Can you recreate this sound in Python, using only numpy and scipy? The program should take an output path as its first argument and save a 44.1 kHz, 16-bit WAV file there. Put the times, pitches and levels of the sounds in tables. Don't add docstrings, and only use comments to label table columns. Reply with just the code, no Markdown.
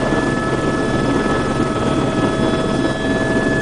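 import sys
import numpy as np
from scipy import signal
from scipy.fft import rfft, irfft, next_fast_len
from scipy.io import wavfile
from scipy.ndimage import uniform_filter1d, map_coordinates

SR = 44100
rng = np.random.default_rng(int(sys.argv[2]) if len(sys.argv) > 2 else 0)


def gain_from_decibels(decibels):
    exponent = np.asarray(decibels, float) / 20
    return 10 ** exponent


def transcribe(signal):
    frames = np.atleast_2d(signal).T
    limited = np.clip(frames, -1, 1)
    pcm = np.round(limited * 32767).astype(np.int16)
    wavfile.write(sys.argv[1], SR, pcm)


N = 159201

NOMINAL_HZ = 1717.8
BLADE_HZ = 19.48


def unit(x):
    return x / np.sqrt(np.mean(x ** 2) + 1e-20)


def curves(rows):
    s, *cols = np.transpose(rows)
    return [np.interp(np.arange(N) / SR, s, c) for c in cols]


def wobble(rate):
    coarse = np.arange(0, N + 64, 64)
    knots = rng.standard_normal(int(N * 100 / SR) + 4)
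    smooth = map_coordinates(knots, [coarse * rate / SR])
    return np.interp(np.arange(N), coarse, smooth)


def noise(points, patchy_db):
    hz, _, z = signal.stft(rng.standard_normal(N + 1024), SR, nperseg=1024)
    patches = uniform_filter1d(rng.standard_normal(z.shape), size=9, axis=0)
    patches = unit(uniform_filter1d(patches, size=4, axis=1))
    f, db = np.transpose(points)
    colour = np.interp(np.log(hz + 1), np.log(f), db, left=-120, right=-120)[:, None]
    shaped = z * gain_from_decibels(colour + patchy_db * patches)
    return unit(signal.istft(shaped, SR, nperseg=1024)[1][:N])


def tone(hz, db, clock, shake_db, drift):
    level = np.sqrt(2) * gain_from_decibels(db + shake_db * wobble(9))
    return level * np.sin(2 * np.pi * hz * clock + drift * wobble(5.99))


def turns():
    # t/s, f/Hz
    speed = [(0.0, 1725.4), (0.15, 1725.2), (0.35, 1722.5), (0.6, 1719.6), (1.1, 1718.2), (1.3, 1716.8),
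             (1.5, 1713.5), (1.97, 1705.1), (2.2, 1704.4), (2.45, 1706.5), (2.88, 1714.7), (3.05, 1717.0),
             (3.3, 1718.3), (3.61, 1717.1)]
    return np.cumsum(curves(speed)[0]) / NOMINAL_HZ / SR


def pumping(clock):
    first_pass_s = .004
    rise, hold, fall = .2, .4, .3
    u = ((clock - first_pass_s) * BLADE_HZ) % 1
    swell = np.clip(u / rise, 0, 1) * np.clip(1 - (u - rise - hold) / fall, 0, 1)
    return swell - swell.mean() + .3 * wobble(35.1)


def turbine_hiss():
    # f/Hz, level/dB per Hz
    colour = [(2000, -17), (3500, -3), (5000, 0.5), (6900, -1.5), (7100, -3), (11000, -2)]
    flutter_db = 0.27 * wobble(40) + .5 * wobble(90)
    return gain_from_decibels(-40) * unit(gain_from_decibels(flutter_db) * noise(colour, patchy_db=0.24))


def air_rush(pump):
    # f/Hz, level/dB per Hz
    colour = [(300, -10.5), (430, 0), (640, -7), (1300, -12), (1800, -19.5), (3200, -24), (3700, -28),
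              (5500, -41.5)]
    # t/s, level/dB
    facing = [(0, 3), (.2, 1), (.9, 0), (1.35, 0.5), (1.8, 0.5), (2.2, 0.5), (2.6, 0), (3.1, -1),
              (3.6, -1.5)]
    rush = unit(gain_from_decibels(3.8 * pump) * noise(colour, patchy_db=0.93))
    return gain_from_decibels(-24) * rush * gain_from_decibels(curves(facing)[0])


def downwash_roar(pump):
    # f/Hz, level/dB per Hz
    colour = [(25, -27), (50, -23), (88, -14.5), (120, -2), (185, -6), (235, 1), (350, -0.5), (800, -31)]
    wake = noise(colour, patchy_db=1.2)
    wake = wake + .2 * np.roll(wake, round(SR / BLADE_HZ) + 8)
    return gain_from_decibels(-20) * unit(gain_from_decibels(3.8 * pump) * wake)


def canopy_knocks():
    # t/s, peak level/dB, f/Hz
    knocks = [
        (.0345, -5, 380),
        (.127, -9, 260),
    ]
    t = np.arange(N) / SR
    out = np.zeros(N)
    for s, db, hz in knocks:
        fade = np.exp(-((t - s) * hz * 2.2) ** 2)
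        out += gain_from_decibels(db) * np.cos(2 * np.pi * hz * (t - s)) * fade
    return out


def rotors(clock):
    main_levels = [-35.5, -42.5, -45.5, -50.5, -51, -37]
    tail_levels = [-37, -31, -34, -33.5]
    out = np.zeros(N)
    for k, db in enumerate(main_levels, 1):
        out += tone(k * BLADE_HZ, db, clock, shake_db=2.6, drift=0.33)
    for k, db in enumerate(tail_levels, 1):
        out += tone(k * 68.92, db, clock, shake_db=1.5, drift=0.36)
    return out


def fan_whine():
    # f/Hz, level/dB
    fans = [(2622, -59), (3091.6, -58), (3938, -59), (6376, -66), (8805, -61), (9879, -67)]
    return sum(tone(hz, db, np.arange(N) / SR, shake_db=3.5, drift=0.8) for hz, db in fans)


def gears(clock):
    # t/s, then level/dB of multiples 1, 2, 3
    bevel = [(0.0, -31, -47, -58.0), (0.15, -29.0, -45.5, -54), (0.351, -27.5, -44.5, -49),
             (0.601, -31.5, -51, -59), (0.85, -30.0, -43.5, -48.5), (1.1, -33, -42.5, -48.5),
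             (1.3, -30, -44, -52), (1.5, -33.5, -46.5, -51), (1.75, -36.5, -45, -60),
             (1.97, -44.0, -39.5, -68), (2.2, -33, -42, -55), (2.45, -34, -36.0, -46.5),
             (2.7, -38, -40.0, -48.0), (2.88, -30.0, -41.5, -44.0), (3.05, -27, -38.5, -56),
             (3.3, -26.0, -45.5, -64), (3.61, -24, -42.5, -55)]
    # t/s, then level/dB of multiples 1, 2, 5, 6 and of an accessory gear
    planet = [(0.0, -26.5, -39, -53, -56, -59), (0.15, -31.5, -37.5, -50, -59, -58),
              (0.35, -32.0, -29.5, -49, -55, -54), (0.6, -33, -31.5, -52, -64, -58),
              (0.85, -30, -31.5, -52, -54.0, -51.0), (1.1, -36.5, -31.5, -51, -55, -54),
              (1.3, -32, -30.5, -53, -57, -50), (1.5, -36.5, -31, -58, -62, -48),
              (1.75, -32.5, -28, -47, -64, -53), (1.97, -29.0, -33, -44.5, -63, -51.0),
              (2.2, -28.5, -29.5, -47, -49, -45), (2.45, -28.5, -33.5, -44.5, -50, -58),
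              (2.7, -29, -31.5, -44.5, -49, -53.0), (2.88, -31, -37.5, -45.5, -46, -53.0),
              (3.05, -27, -42, -41, -44, -47), (3.3, -27.0, -52, -57, -56, -52.0),
              (3.61, -26, -36, -47, -61, -45.0)]
    # f/Hz at normal speed, level/dB
    weaker = [(1111.7, -48), (1293.5, -48), (1689.8, -48), (1949.7, -54), (2599.6, -53), (4516.5, -65),
              (4549.1, -60)]
    planet_hz = [k * 649.9 for k in (1, 2, 5, 6)] + [2565]
    out = np.zeros(N)
    for k, db in enumerate(curves(bevel), 1):
        out += tone(k * NOMINAL_HZ, db, clock, shake_db=.7, drift=.25)
    for hz, db in zip(planet_hz, curves(planet)):
        out += tone(hz, db, clock, shake_db=.3 + hz / 1500, drift=hz / 4000)
    for hz, db in weaker:
        out += tone(hz, db, clock, shake_db=0.5, drift=0.87)
    return out


def scene():
    clock = turns()
    pump = pumping(clock)
    air = turbine_hiss() + air_rush(pump) + downwash_roar(pump)
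    whine = gain_from_decibels(2.3 * pump) * (fan_whine() + gears(clock))
    return (air + canopy_knocks() + rotors(clock) + whine)[None]


def thinned(x):
    edge_hz, stop_hz, edge_db = 9950, 10260, 68
    hole_hz, hole_share, hole_db = 4800, .04, 40
    hz, _, z = signal.stft(x, SR, nperseg=256, noverlap=192)
    cells = rng.standard_normal((2, len(hz) // 4 + 1, z.shape[-1] // 7 + 1))
    blocks = np.repeat(np.repeat(cells, 4, 1), 7, 2)
    rough, chance = blocks[:, :len(hz), :z.shape[-1]]
    lost = chance + .5 * (hz > edge_hz - 500)[:, None] > np.quantile(chance, 1 - hole_share)
    z = z * gain_from_decibels((hz > hole_hz)[:, None] * (2.2 * rough - hole_db * lost))
    x = signal.istft(z, SR, nperseg=256, noverlap=192)[1][:, :N]
    m = next_fast_len(N + 8192)
    edge = np.clip((np.fft.rfftfreq(m, 1 / SR) - edge_hz) / (stop_hz - edge_hz), 0, 2)
    return irfft(rfft(x, m) * gain_from_decibels(-edge_db * edge ** 2), m)[:, :N]


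def roll_off(x):
    return signal.sosfilt(signal.butter(12, 11300, fs=SR, output="sos"), x)


def record(dry):
    # t/s, depth/dB, recovery/s
    ducks = [
        (0.331, 1, .3),
        (.54, 0.5, .15),
        (1.14, -0.5, .08),
        (1.40, 0, .2),
        (1.705, 3, .06),
        (2.02, 1.5, .2),
        (2.33, 0.5, .1),
        (2.64, 1, .08),
        (2.935, 5, .07),
    ]
    t = np.arange(N) / SR
    duck_db = np.zeros(N)
    for s, depth_db, recovery_s in ducks:
        late = np.maximum(t - s, 0)
        duck_db += depth_db * (1 - np.exp(-late / .003)) * np.exp(-late / recovery_s)
    x = dry * gain_from_decibels(duck_db.mean() - duck_db)
    x = x / (1 + np.abs(x / .7) ** 4) ** (1 / 4)
    return roll_off(thinned(x))


dry = scene()
out = record(dry)
transcribe(out)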